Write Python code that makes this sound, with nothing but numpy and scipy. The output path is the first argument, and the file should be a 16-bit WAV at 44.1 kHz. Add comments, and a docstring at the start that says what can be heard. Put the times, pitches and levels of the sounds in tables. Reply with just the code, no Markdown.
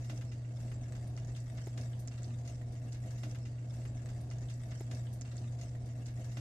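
"""An oven hums at twice the mains frequency over the soft noise of hot air, with a faint high whine on the right.
From the start, syrup on baking fruit fizzes: a shower of tiny random clicks. Bubbles soon burst in little sprays
of noise; steam bumps the crust, skins pop and the crust ticks in short rings; later, bubbles ring as they open.
The steel oven echoes the dish. All but the steady hum tone repeats about every three seconds, with its chance noise.
"""
import sys
import numpy as np
from scipy import signal
from scipy.fft import rfft, irfft
from scipy.io import wavfile

SR = 44100
rng = np.random.default_rng(int(sys.argv[2]) if len(sys.argv) > 2 else 0)


def unload_audio(sound):
    """Save the sound as a 16-bit wav file, at the path given as the first command line argument."""
    columns = np.transpose(np.atleast_2d(sound))
    # keep every value between -1 and 1, then stretch to whole-number steps
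    steps = np.round(np.clip(columns, -1, 1) * 32767)
    wavfile.write(sys.argv[1], SR, steps.astype(np.int16))


N = 282394
CYCLE = 138318  # length of the repeating stretch [samples]
T = np.arange(CYCLE) / SR  # times in the cycle [s]
HZ = np.arange(CYCLE // 2 + 1) * SR / CYCLE  # frequencies in the cycle [Hz]
EAR_LAG_S = 0.0005  # how much later a pop reaches the right ear; ticks use half of it

# colour of the fine spray, in fizz and bursts: (frequency [Hz], relative level [dB])
SPRAY_COLOUR = [(7000, -12.5), (9000, 2.5), (10300, -19), (11600, 0.5), (13000, -14)]


def undb(db):
    """Turn decibels into gain."""
    return 10 ** (np.asarray(db) / 20)


def unit(x):
    """Scale to an average strength (rms) of 1."""
    return x / np.sqrt(np.mean(x ** 2))


def pan(db):
    """Left and right gains for a left-minus-right level in dB."""
    return undb(np.array([[db], [-db]]) / 2)


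def curve(table):
    """Join (time, value) rows by straight lines."""
    return np.interp(T, *np.transpose(table))


def colour(points):
    """Gain at each frequency, from (Hz, dB) points joined on a log frequency scale."""
    hz, db = np.transpose(points)
    return undb(np.interp(np.log(np.maximum(HZ, 1)), np.log(hz), db))


def filtered(x, gain):
    """Weight the frequencies of a sound; its end wraps round to its start."""
    return irfft(rfft(x) * gain, CYCLE)


def walk(hz):
    """Smooth random wavering of spread 1, with up to about hz changes a second."""
    return unit(filtered(rng.standard_normal(CYCLE), np.exp(-(HZ / hz) ** 2)))


def crackle(rate, spread_db):
    """Tiny films break at random, about rate a second: many small, few large, with chance strengths in each ear."""
    happens = rng.random(CYCLE) < rate / SR
    size = undb(spread_db * np.minimum(rng.exponential(size=CYCLE), 4))
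    return unit(happens * size * rng.standard_normal((2, CYCLE)))


def steel_box(x, t60, echo_db):
    """Add the dense echoes of the steel walls, as noise that fades by 60 dB in t60 seconds."""
    fade = np.exp(-np.log(1000) * T / t60)
    echoes = rng.standard_normal((2, CYCLE)) * fade * (T > 0.001)
    echoes /= np.sqrt(np.sum(echoes ** 2, axis=1, keepdims=True))
    return x + undb(echo_db) * filtered(x, rfft(echoes))


def shifting(x, count=48):
    """Let each narrow band swell and fade at random on its own, more deeply in the treble."""
    centres = np.linspace(0, 13000, count)
    depths_db = np.interp(centres, [2000, 3000], [2.8, 4.8])
    out = 0
    for weights, depth_db in zip(np.eye(count), depths_db):
        band = filtered(x, np.interp(HZ, centres, weights))
        out = out + band * undb(depth_db * walk(25))
    return out


def snap(hz, ring_s, lag_s):
    """A short damped ring that reaches the right ear lag_s later."""
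    age = np.maximum(T[:256] - np.array([[0], [lag_s]]), 0)
    envelope = (age / ring_s * np.exp(1 - age / ring_s)) ** 2
    return envelope * np.sin(2 * np.pi * hz * age)


def add(out, s, sound):
    """Mix a short sound into the cycle at s seconds."""
    out[:, (int(s * SR) + np.arange(sound.shape[1])) % CYCLE] += sound


def hum(gain_db=1.83, octave_db=-28, hum_hz=119.92):
    """The oven body shakes at twice the mains frequency, with a faint octave; its level wavers slightly."""
    # level before gain_db: (time [s], level [dB])
    hum_levels = [(0, -43), (0.13, -41), (0.3, -43.5), (0.42, -43.5), (0.53, -42), (0.79, -41.5),
                  (0.9, -45), (1.0, -42), (1.28, -42), (1.66, -43), (1.87, -40.5), (2.08, -44),
                  (2.34, -40.5), (2.51, -44), (2.68, -41.5), (2.86, -43.5), (2.97, -42), (3.14, -42.5)]
    phase = 2 * np.pi * hum_hz * np.arange(N) / SR
    tone = np.sin(phase) + undb(octave_db) * np.sin(2 * phase)
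    return np.sqrt(2) * tone * np.resize(undb(curve(hum_levels) + gain_db), N)


def air(flutter_db=1.68):
    """Churning hot air is noise shaped by the oven's resonances; the bass is nearly alike in both ears."""
    # noise before the resonances: (frequency [Hz], level [dB per Hz])
    air_colour = [(15, -84), (30, -75.5), (45, -73.5), (76, -70.5), (105, -72.5), (140, -74), (180, -85),
                  (290, -86.5), (350, -87), (450, -93), (725, -93), (790, -96), (1200, -107), (3000, -113),
                  (8000, -117), (13000, -130)]
    # the part that differs between the ears: (frequency [Hz], level against the shared part [dB])
    side_colour = [(25, -14), (60, -22), (140, -35), (220, -13), (450, -7), (650, -10), (850, -3),
                   (1200, 0)]
    # air resonances of the oven: (frequency [Hz], width [Hz], lift [dB])
    resonances = [(237, 93, 8.5), (301.4, 12.7, 8), (499.7, 41, 6.5), (540, 42, 3.5), (639, 78, 8),
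                  (706, 31, 5.5)]
    lift_db = sum(db / (1 + (2 * (HZ - hz) / width) ** 2) for hz, width, db in resonances)
    noise = rng.standard_normal((2, CYCLE)) * np.sqrt(SR / 2)  # strength 1 per Hz
    mid, side = filtered(noise, colour(air_colour) * undb(lift_db))
    side = filtered(side, colour(side_colour))
    return (mid + side * np.array([[1], [-1]])) * undb(flutter_db * walk(18))


def whine(whine_hz=4738, whine_db=-85.5, pan_db=-7):
    """A thin sine tone, stronger on the right, wavers in pitch and level, half buried in the fizz."""
    phase = 2 * np.pi * np.cumsum(whine_hz + 7 * walk(15)) / SR
    waver_db = 3 * walk(10)
    return np.sqrt(2) * np.sin(phase) * undb(whine_db + waver_db) * pan(pan_db)


def fizz(gain_db=3.5, spray_pan_db=0, fine_db=-14, fine_slope=2):
    """Syrup simmers along the rim: many tiny films break in a dense crackle with a finer spray above it."""
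    # how hard the syrup simmers, before gain_db: (time [s], level [dB])
    simmer_levels = [(0.0, -69.5), (0.13, -66), (0.3, -74), (0.51, -75), (0.6, -66.5), (0.79, -73),
                     (0.9, -68), (1.03, -69.5), (1.11, -74), (1.22, -70.5), (1.55, -67.5), (1.73, -70),
                     (1.85, -67.5), (2.04, -73), (2.12, -71), (2.5, -69.5), (2.68, -75), (2.85, -70),
                     (3.14, -68.5)]
    # colour of the coarse crackle: (frequency [Hz], relative level [dB])
    fizz_colour = [(500, -34), (1200, 4), (1800, 10.5), (2900, -0.5), (4500, -1), (6300, 4), (7600, 5),
                   (9000, -4.5), (10200, -53), (11600, -27), (13000, -15)]
    simmer_db = curve(simmer_levels) + gain_db
    # the spray is softer and swells more steeply (fine_slope dB per dB of simmer)
    mean_db = simmer_db.mean()
    spray_db = fine_db + mean_db + fine_slope * (simmer_db - mean_db)
    ruptures = steel_box(crackle(rate=650, spread_db=3.2), t60=0.06, echo_db=1)
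    coarse = unit(filtered(ruptures, colour(fizz_colour))) * undb(simmer_db)
    fine = unit(filtered(crackle(rate=10000, spread_db=3.5), colour(SPRAY_COLOUR)))
    fine = fine * undb(spray_db) * pan(spray_pan_db)
    return shifting(coarse + fine)


def bursts(body_db=-1, spit_db=-1.5, spray_db=-18):
    """Bubbles tear open in quickly fading flurries of tiny breaks, each with its own strength and brightness."""
    # bursting bubbles: (time [s], level before the band mix [dB], brightness [dB])
    burst_list = [(0.045, -56.5, 6.5), (0.097, -53, -2), (0.21, -58, -1), (0.316, -55, -1.5),
                  (0.446, -68.5, -10), (0.55, -78, 1), (0.601, -60.5, 5), (0.679, -64, -5),
                  (0.714, -60.5, -1.5), (0.86, -73.5, -11.5), (0.951, -57, -3), (1.072, -67.5, 28.5),
                  (1.174, -56.5, -2), (1.36, -53, 3.5), (1.578, -58.5, -5), (1.667, -59, 6.5),
                  (1.774, -51, 2), (1.8113, -57, 14), (1.9914, -64, 30), (2.113, -57.5, -4),
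                  (2.14, -70, -9), (2.242, -57.5, 8), (2.305, -69.5, -12), (2.177, -58.5, -2),
                  (2.45, -56.5, 4), (2.4746, -51.5, 6), (2.612, -71.5, 19), (2.72, -60.5, 19.5),
                  (2.7595, -68, -9.5), (2.922, -55, 4.5), (2.945, -58.5, -1), (3.057, -61, 12),
                  (3.107, -59, 6)]
    # low band of a burst: (frequency [Hz], relative level [dB])
    body_colour = [(400, -2), (800, 8), (1150, 1), (1850, 7), (3000, 3), (4200, -14.5), (7000, -53)]
    # middle band of a burst: (frequency [Hz], relative level [dB])
    spit_colour = [(1800, -48), (3600, 20), (5000, 19.5), (6400, 21), (7700, 16), (9000, -11), (10300, -28)]
    rise_s, typical_fade_s = 0.0012, 0.0084
    doubling_db = 60  # a bubble this much louder takes twice as long to empty
    spray_per_brightness = 0.82  # dB of spray per dB of brightness
    scatter_db = 0.5  # random left-right spread over the dish

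    flurry = steel_box(crackle(rate=2500, spread_db=2.5), t60=0.012, echo_db=0)
    body = unit(filtered(flurry, colour(body_colour))) * undb(body_db)
    spit = unit(filtered(flurry, colour(spit_colour))) * undb(spit_db)
    spray = unit(filtered(flurry, colour(SPRAY_COLOUR))) * undb(spray_db)
    out = np.zeros((2, CYCLE))
    typical_db = np.mean([db for s, db, bright_db in burst_list])
    places = rng.standard_normal(len(burst_list))
    for (s, db, bright_db), place in zip(burst_list, places):
        start = int(s * SR)
        span = slice(start, start + SR // 5)
        age = T[span] - T[start]
        fade_s = typical_fade_s * 2 ** ((db - typical_db) / doubling_db)
        envelope = undb(db) * (1 - np.exp(-age / rise_s)) * np.exp(-age / fade_s)
        tear = undb(-bright_db) * body[:, span] + spit[:, span]
        tear += undb(spray_per_brightness * bright_db) * spray[:, span]
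        out[:, span] += envelope * pan(scatter_db * place) * tear
    return steel_box(out, t60=0.19, echo_db=0.5)


def bump(rise_s=0.0046):
    """Large pockets of steam lift the crust, each with a dull bump of low noise, alike in both ears."""
    # steam pockets: (time [s], level [dB])
    bump_list = [(0.096, -50.5), (0.215, -56), (0.716, -54), (1.669, -45.5), (1.776, -58), (1.810, -55)]
    # colour of the bumps: (frequency [Hz], relative level [dB])
    bump_colour = [(180, -25), (300, 2), (370, 2), (470, -7), (640, -2), (850, -9), (1200, -30)]
    push = unit(filtered(rng.standard_normal(CYCLE), colour(bump_colour)))
    envelope = np.zeros(CYCLE)
    for s, db in bump_list:
        age = np.maximum(T - s, 0) / rise_s
        envelope += undb(db) * (age * np.exp(1 - age)) ** 2
    return push * envelope


def pops(gain_db=0, cycles=0.23, echo_db=2):
    """A taut bubble skin gives way in one quick swing of pressure, which rattles between the oven walls."""
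    # popping skins, before echoes: (time [s], envelope peak [dB], pitch [Hz])
    pop_list = [(0.0966, -38, 2200), (0.1324, -50, 2000), (0.177, -47, 2400), (0.218, -42, 2200),
                (0.3207, -50, 2000), (0.7163, -42, 1700), (0.9572, -47, 3800), (1.1765, -46, 2000),
                (1.3635, -41, 4000), (1.5834, -42, 1900), (1.6697, -44, 1700), (1.7764, -39, 3400),
                (1.933, -48, 1900), (2.0765, -44, 1900), (2.475, -50, 3500), (2.613, -47, 1900)]
    out = np.zeros((2, CYCLE))
    for s, db, hz in pop_list:
        add(out, s, undb(db + gain_db) * snap(hz, cycles / hz, EAR_LAG_S))
    return steel_box(out, t60=0.06, echo_db=echo_db)


def ticks(gain_db=-5.0, ring_s=0.00026):
    """The crust snaps in sharp, very short rings; the walls leave a faint tail."""
    # crust ticks: (time [s], envelope peak before gain_db [dB], pitch [Hz], left minus right [dB])
    tick_list = [(0.1768, -36, 5940, -3), (0.609, -59.5, 7000, 18), (0.623, -51, 7200, 3),
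                 (0.8644, -54.5, 7550, 2), (1.1662, -38, 5700, 1), (1.1762, -41.5, 7180, -2),
                 (1.1994, -43, 6100, -3), (1.248, -46.5, 6360, -14), (1.291, -51, 5040, -14),
                 (1.403, -39.5, 7340, -2), (1.6612, -39, 6700, 0), (1.812, -44, 5240, -20),
                 (2.122, -56, 4740, -5), (2.075, -32, 7100, -6), (2.0814, -32, 5800, -4),
                 (2.2317, -36.5, 6900, -6), (2.244, -38, 4900, -4), (2.9237, -45, 5000, -18),
                 (2.9289, -38, 7260, 7), (3.109, -51.5, 4500, -1)]
    out = np.zeros((2, CYCLE))
    for s, db, hz, pan_db in tick_list:
        add(out, s, undb(db) * pan(pan_db) * snap(hz, ring_s, EAR_LAG_S / 2))
    return undb(gain_db) * steel_box(out, t60=0.06, echo_db=-3)


def bubbles(fade_s=0.0078, rise_s=0.00036, width=0.18):
    """A tearing film shakes the air pocket under it, a narrow band of noise that thick syrup soon damps."""
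    # larger bubbles that ring as they open: (time [s], pitch [Hz], level before envelope and echoes [dB])
    bubble_list = [(0.717, 1740, -60.5), (1.349, 3360, -56), (1.582, 1710, -64), (1.668, 1790, -63),
                   (1.931, 3270, -60), (2.177, 3950, -58), (2.477, 6370, -56), (2.613, 1870, -62),
                   (2.945, 4000, -64.5)]
    out = np.zeros((2, CYCLE))
    age = T[:4096]
    for s, hz, db in bubble_list:
        # small, high bubbles die away sooner; fade_s is for 1000 Hz
        fade = np.exp(-age / fade_s * (hz / 1000) ** (1 / 3))
        envelope = (1 - np.exp(-age / rise_s)) * fade
        tearing = rng.standard_normal((2, len(age)))
        # long waves reach both ears more alike
        tearing += tearing[::-1] / (1 + (hz / 1000) ** 2)
        edges = [hz / (1 + width / 2), hz * (1 + width / 2)]
        band = signal.butter(2, edges, "band", fs=SR, output="sos")
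        start = int(s * SR)
        out[:, start:start + len(age)] += undb(db) * envelope * unit(signal.sosfilt(band, tearing))
    return steel_box(out, t60=0.12, echo_db=1)


def scene():
    """Repeat the cycle of air, whine and dish sounds over the running hum."""
    # the two channels differ in colour: (frequency [Hz], left minus right [dB])
    channel_colour = [(300, 0), (1000, .5), (2500, 1), (5000, 0), (6400, -2.5), (7700, -1.5), (9000, 5),
                      (10200, 7), (11500, -1.5), (13000, 0)]
    cycle = air() + whine() + fizz() + bursts() + bump() + pops() + ticks() + bubbles()
    left_right = np.sqrt(colour(channel_colour)) ** np.array([[1], [-1]])
    return filtered(cycle, left_right)[:, np.arange(N) % CYCLE] + hum()


def record(dry):
    """Cut the top steeply above 13000 Hz."""
    return signal.sosfilt(signal.ellip(10, 0.2, 80, 13000, fs=SR, output="sos"), dry)


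dry = scene()
out = record(dry)
unload_audio(out)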